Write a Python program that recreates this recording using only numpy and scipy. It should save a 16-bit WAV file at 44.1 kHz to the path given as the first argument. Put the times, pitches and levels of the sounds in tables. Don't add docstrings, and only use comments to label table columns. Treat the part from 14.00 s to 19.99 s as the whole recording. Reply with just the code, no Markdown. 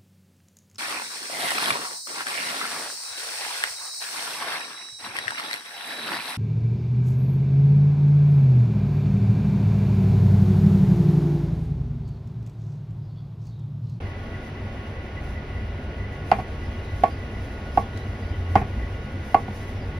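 import sys
import numpy as np
from scipy import signal
from scipy.fft import rfft, irfft, next_fast_len
from scipy.io import wavfile

SR = 44100
rng = np.random.default_rng(int(sys.argv[2]) if len(sys.argv) > 2 else 0)


def generate_wav(signal):
    frames = np.transpose(np.atleast_2d(signal))
    scaled = np.clip(frames, -1, 1) * 32767
    pcm = np.round(scaled).astype(np.int16)
    wavfile.write(sys.argv[1], SR, pcm)


N = 264159


def from_db(db):
    return 10 ** (np.asarray(db) / 20)


def rms_one(x):
    return x / np.sqrt(np.mean(x ** 2) + 1e-20)


def level_curves(rows):
    s, *columns = np.transpose(rows)
    t = np.arange(N) / SR
    return [from_db(np.interp(t, s, db)) for db in columns]


def coloured(spectrum):
    size = next_fast_len(N, real=True)
    hz = np.arange(1, size // 2 + 2) * SR / size
    point_hz, point_db = np.transpose(spectrum)
    db = np.interp(np.log(hz), np.log(point_hz), point_db, left=-200, right=-200)
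    white = rfft(rng.standard_normal(size))
    return rms_one(irfft(white * from_db(db), size)[:N])


def ports(shared, apart):
    return np.array([shared + apart, shared - apart])


def ring(clicks, hz, t60):
    r = from_db(-60 / (t60 * SR))
    w = 2 * np.pi * hz / SR
    return signal.lfilter([0, np.sin(w)], [1, -2 * r * np.cos(w), r * r], clicks + 1e-18)


def burst(times, dbs, t60):
    jumps = np.full(N, 1e-18)
    jumps[np.round(np.asarray(times) * SR).astype(int)] = from_db(dbs)
    return signal.lfilter([1], [1, -from_db(-60 / (t60 * SR))], jumps)


# (t/s, deep level/dB, upper level/dB)
RUMBLE_LEVEL = [(0, -42, -34), (1, -39.5, -34.5), (1.7, -34.5, -33.5), (2.3, -36.5, -35.5),
                (2.6, -36, -34.5), (4.1, -35.5, -32), (4.9, -32, -34), (5.1, -39.5, -34.5), (6, -36.5, -34)]
# (f/Hz, level/dB)
DEEP_TONE = [(15, -24), (24, -23.5), (29, -1), (34, -10), (40, -8), (52, 3), (60, 7.5), (68, -1),
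             (80, -7.5)]
UPPER_TONE = [(66, -8), (74, -3), (88, -0.5), (100, 2.5), (110, -13.5), (125, -21.5), (140, -20.5)]


def rumble():
    deep, upper = level_curves(RUMBLE_LEVEL)
    return deep * coloured(DEEP_TONE) + upper * coloured(UPPER_TONE)


# (f/Hz, level per Hz/dB)
AIR_SHARED = [(71, -34), (120, -0.5), (151, -0.5), (169, -13.5), (203, -0.5), (326, -8.5), (390, -6),
              (423, -9), (738, -12.5), (1040, -20), (1130, -23), (1330, -21), (1400, -23.5), (1970, -18.5),
              (6000, -45), (7800, -109.5), (13200, -120)]
AIR_APART = [(59, -40), (100, -30.5), (141, -30), (224, -29), (294, -1), (361, -6.5), (500, -1),
             (555, -3.5), (976, 1), (1280, -1.5), (1400, 3), (2340, -11), (2590, 1.5), (3780, -14),
             (6000, -30.5), (7800, -51), (13200, -120)]
AIR_SHARED_DB, AIR_APART_DB = -37, -49.5


def room_air():
    shared = from_db(AIR_SHARED_DB) * coloured(AIR_SHARED)
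    return ports(shared, from_db(AIR_APART_DB) * coloured(AIR_APART))


# (t/s, level/dB)
HISS_LEVEL = [(0, -64.5), (2.45, -66), (2.5, -62), (6, -63)]
# (f/Hz, level per Hz/dB)
HISS_SHARED = [(2940, 12.5), (5000, 6.5), (6770, -1), (7650, -78), (7950, -39), (8060, -48.5), (8950, -4),
               (10500, -1), (13000, -8.5), (14600, -13), (15500, -53)]
HISS_APART = [(2940, -13), (5000, 0), (8060, -2.5), (9120, -2.5), (10500, -11), (10700, -15),
              (10900, -40.5), (12500, -43.5), (12700, -16), (13400, -16.5), (15500, -9)]
# (middle t/s, length/s, rise/dB)
SLIDES = [(.45, 0.086, 4.5), (.9, 0.074, 2), (1.298, 0.17, 4.5), (2.145, 0.06, 7), (2.348, 0.17, 12),
          (3.05, 0.18, 5.5), (3.47, .16, 3), (3.78, 0.1, 10), (3.97, .08, 5.5), (4.559, 0.13, 8),
          (4.72, .07, 2), (5.322, 0.18, 8.5), (5.62, 0.23, 9)]
HISS_APART_DB = -4
FLICKER_DB, FLICKER_HZ = 1.5, 18


def hiss():
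    t = np.arange(N) / SR
    rise_db = FLICKER_DB * coloured([(1.5, 0), (FLICKER_HZ, -4)])
    for s, length, db in SLIDES:
        rise_db += db * np.exp(-(2 * (t - s) / length) ** 4)
    (gain,) = level_curves(HISS_LEVEL)
    air = gain * ports(coloured(HISS_SHARED), from_db(HISS_APART_DB) * coloured(HISS_APART))
    low = signal.sosfilt(signal.butter(2, 6500, "low", fs=SR, output="sos"), air)
    high = signal.sosfilt(signal.butter(2, 6500, "high", fs=SR, output="sos"), air)
    return low - high * from_db(rise_db)


# (f/Hz, width of one resonance/Hz, level/dB, left-right likeness, steady share of power 0-1)
WHINES = [(28.3, 5, -46.5, 1, .85), (143, 9.2, -52.5, 1, 0.45), (1109, 11, -59, 0.73, 0.73),
          (1452, 8.8, -56.5, 0.54, 0.84), (1985, 88, -54, 0.67, 0.01), (2850, 35, -64, 0.091, 0.14)]
FLARE_DB, FLARE_HZ = 3, 12


def whines():
    out = np.zeros((2, N))
    t = np.arange(N) / SR
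    for hz, width_hz, db, alike, steady in WHINES:
        t60 = np.log(1000) / (np.pi * width_hz)
        white = rng.standard_normal((2, N + SR))
        noise = rms_one(ring(ring(white, hz, t60), hz, t60)[:, SR:])
        flare_db = FLARE_DB * coloured([(1.5, 0), (FLARE_HZ, -4)])
        noise = rms_one(noise * from_db(flare_db))
        tone = np.sin(2 * np.pi * (hz * t + rng.random((2, 1))))
        shared, apart = np.sqrt(2 * steady) * tone + np.sqrt(1 - steady) * noise
        out += from_db(db) * ports(np.sqrt(1 + alike) * shared, np.sqrt(1 - alike) * apart)
    return out


# (t/s, level/dB, board tilt/dB per octave from 750 Hz,
# counter tilt/dB per octave from 750 Hz, crack level/dB, long ring boost/dB)
KNOCKS = [(2.3154, -4, 4.5, -0.5, -26.5, -4), (2.386, -18.5, -8, 5, -46, -4),
          (2.394, -21.5, -3, -4, -46, -4), (3.0362, -3, -5.5, -3.5, -31.5, 3),
          (3.7742, -4.5, -0.5, -0.5, -39, 3), (4.5552, -4.5, 3, 4, -27.5, 1), (4.5655, -18, 0, 3, -48, 0),
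          (4.577, -24, -1, 7, -53, 1.5), (4.615, -19.5, -3, 7.5, -48, -4), (4.622, -28, -9, 2.5, -54, 0),
          (5.3445, -2.5, 0.7, -0.3, -33, 3), (5.481, -25, -1, 6, -50, -3)]
# (f/Hz, level/dB, t60/s, sense +-1, left-right/dB)
BOARD = [(558, -23, 0.04, -1, -2), (636.5, -11, 0.072, 1, -1), (711, 6.5, 0.022, -1, -3),
         (738, -19.5, 0.1, -1, -2), (796, 7, 0.024, 1, -3.5), (890, -14.5, 0.055, -1, -1),
         (940, -20, 0.068, 1, -0.5), (1067, -17.5, 0.058, -1, 8), (1116, -18, 0.15, 1, -9.5),
         (1200, -26, 0.071, -1, -4), (1444, -22, 0.045, 1, 0.5), (1530, -30.5, 0.023, -1, 0),
         (1630, -37, .05, 1, 2), (2104, -21, 0.03, -1, 2), (2320, -41, 0.11, 1, 3),
         (2445, -39, 0.049, -1, 1), (2794, -33, 0.049, 1, 5), (2900, -47, 0.031, -1, 3),
         (3190, -45, .05, 1, 2), (4580, -35.5, 0.011, 1, 3)]
COUNTER = [(113, -20, 0.12, 1, 0), (206.6, -22.5, 0.23, -1, 0), (290.5, -16, 0.042, 1, -1),
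           (398.6, -20, 0.084, -1, -1), (470, -24.5, 0.21, 1, -1)]
# (f/Hz, level/dB, t60/s)
CRACK = [(517, -6.5, 0.097), (1026, -3, 0.15), (1580, -4.5, 0.097), (2050, -5.5, 0.16), (2730, -5, 0.045),
         (3680, -13, .04), (4260, -18, 0.018), (6370, -48, 0.014), (11000, -22, 0.016)]
COUNTER_LAG_S = 0.002
LONG_RING_LOW_HZ, LONG_RING_HIGH_HZ = 1085, 1250
SOFT_LOSS = 0.22


def knocks():
    s, strength_db, board_tilt_db, counter_tilt_db, crack_db, long_db = np.transpose(KNOCKS)
    at = np.round(s * SR).astype(int)
    softness_db = strength_db - strength_db.max()
    out = np.zeros((2, N))
    bodies = ((BOARD, board_tilt_db, 0), (COUNTER, counter_tilt_db, round(COUNTER_LAG_S * SR)))
    for modes, tilt_db, lag in bodies:
        for hz, db, t60, sense, pan_db in modes:
            reach = abs(np.log2(hz / 750))
            change_db = rng.normal(0, 2.26, len(at)) * min(4 * reach, 1)
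            if LONG_RING_LOW_HZ < hz < LONG_RING_HIGH_HZ:
                change_db += long_db
            if db > 0:
                change_db += SOFT_LOSS * softness_db
            clicks = np.zeros(N)
            clicks[at + lag] = sense * from_db(strength_db + db + reach * tilt_db + change_db)
            out += ring(clicks, hz, t60) * from_db([[pan_db / 2], [-pan_db / 2]])
    return out + cracks(s, crack_db)


def cracks(s, crack_db):
    out = np.zeros((2, N))
    spread = 0.18
    white = rng.standard_normal((2, 2, N))
    for k, (hz, db, t60) in enumerate(CRACK):
        edges_hz = [hz / (1 + spread), hz * (1 + spread)]
        band = signal.butter(2, edges_hz, "band", fs=SR, output="sos")
        shared, apart = rms_one(signal.sosfilt(band, white[k % 2]))
        sides = ports(shared, 0.94 * apart) * from_db([[1], [-1]])
        out += burst(s, crack_db + db, t60) * sides
    return out


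KITCHEN_T60_S, WALL_CUT_HZ = 0.15, 5200


def kitchen(x):
    out = np.zeros((2, N))
    dull = np.exp(-2 * np.pi * WALL_CUT_HZ / SR)
    lags = (rng.uniform(0.011, 0.023, size=16) * SR).astype(int)
    for k, lag in enumerate(lags):
        loop, state = x.copy(), [0.]
        gain = from_db(-60 * lag / SR / KITCHEN_T60_S)
        for i in range(lag, N, lag):
            back, state = signal.lfilter([gain * (1 - dull)], [1, -dull], loop[i - lag:i], zi=state)
            loop[i:i + lag] += back[:N - i]
        out[k % 2] += (loop - x) * (-1) ** (k // 2)
    return out


# (t/s, envelope level before its edge is softened/dB, t60/s)
TICKS = [(2.481, -47, .012), (3.973, -39, 0.022), (5.246, -54, 0.0081)]
TICK_LOW_HZ, TICK_HIGH_HZ, TICK_RISE_S = 3600, 5000, 0.0015


def ticks():
    band = signal.butter(1, [TICK_LOW_HZ, TICK_HIGH_HZ], "band", fs=SR, output="sos")
    soft = np.exp(-1 / (TICK_RISE_S * SR))
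    jumps = sum(burst([s], db, t60) for s, db, t60 in TICKS)
    envelope = signal.lfilter([1 - soft], [1, -soft], jumps)
    return envelope * rms_one(signal.sosfilt(band, rng.standard_normal((2, N))))


# (t after the start/s, length/s, first f/Hz, last f/Hz, level/dB, left-right/dB)
PHRASE = [(0.0, .08, 5200, 5010, -58, 0.0), (0.082, .095, 3280, 3300, -56, -5),
          (0.213, .12, 3930, 3930, -56.5, -2.5), (.465, 0.15, 4790, 4850, -58.5, 0.6)]
# (start t/s, level added to its notes/dB)
PHRASES = [(2.605, -4), (3.712, -1.2)]
# (start t/s, length/s, first f/Hz, last f/Hz, level/dB, left-right/dB)
LONE_NOTES = [(4.22, .05, 3850, 3800, -63, -2), (4.313, 0.041, 3020, 3010, -54, 0),
              (5.742, .085, 5700, 4780, -61, 5), (5.81, .036, 4800, 4700, -57, -6)]
BIRD_BLUR_HZ, BIRD_CLEAR = 105, 0.25


def birds():
    out = np.zeros((2, N))
    notes = [(start + s, length, first_hz, last_hz, db + phrase_db, pan_db)
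             for start, phrase_db in PHRASES
             for s, length, first_hz, last_hz, db, pan_db in PHRASE]
    slow = signal.butter(2, BIRD_BLUR_HZ, fs=SR, output="sos")
    for start, length, first_hz, last_hz, db, pan_db in notes + LONE_NOTES:
        at, size = round(start * SR), round(length * SR)
        phase = 2 * np.pi * np.cumsum(np.linspace(first_hz, last_hz, size)) / SR
        whistle = np.sin(phase) * signal.windows.tukey(size, 0.6)
        blur = rms_one(signal.sosfilt(slow, rng.standard_normal((2, N // 10))))[:, -size:]
        shared, apart = whistle * (BIRD_CLEAR + blur)
        pan = from_db([[db + pan_db / 2], [db - pan_db / 2]])
        out[:, at:at + size] += ports(shared, 0.5 * apart) * pan
    return out


DRONE_HZ, DRONE_DB, DRONE_WAVER_HZ = 86.3, -29.5, 4.0
DRONE_START_S, DRONE_RISE_S, DRONE_HOLD_S, DRONE_FALL_S = 4.05, 0.31, 0.19, 0.062


def drone():
    t = np.arange(N) / SR
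    corners_s = DRONE_START_S + np.cumsum([0, DRONE_RISE_S, DRONE_HOLD_S, DRONE_FALL_S])
    swell = np.interp(t, corners_s, [0, 1, 1, 0])
    waver_db = 1.3 * coloured([(0.2, 0), (DRONE_WAVER_HZ, 0)])
    tone = np.sqrt(2) * np.sin(2 * np.pi * (DRONE_HZ * t + rng.random()))
    return from_db(DRONE_DB + waver_db) * swell * tone


def scene():
    steady = rumble() + room_air() + hiss() + whines()
    near, far = knocks() + ticks(), birds()
    shared, apart = kitchen(from_db(-16.0) * near[0] + from_db(-3.5) * far[0])
    return steady + near + far + ports(shared, 0.3 * apart) + drone()


CUTOFF_HZ = 15640


def record(dry):
    rounded = 1.314 * np.tanh(dry / 1.284)
    fade = signal.windows.tukey(N, 0.01 * SR / N)
    steep = signal.ellip(10, 0.5, 70, CUTOFF_HZ, fs=SR, output="sos")
    return signal.sosfilt(steep, fade * rounded)


dry = scene()
out = record(dry)
generate_wav(out)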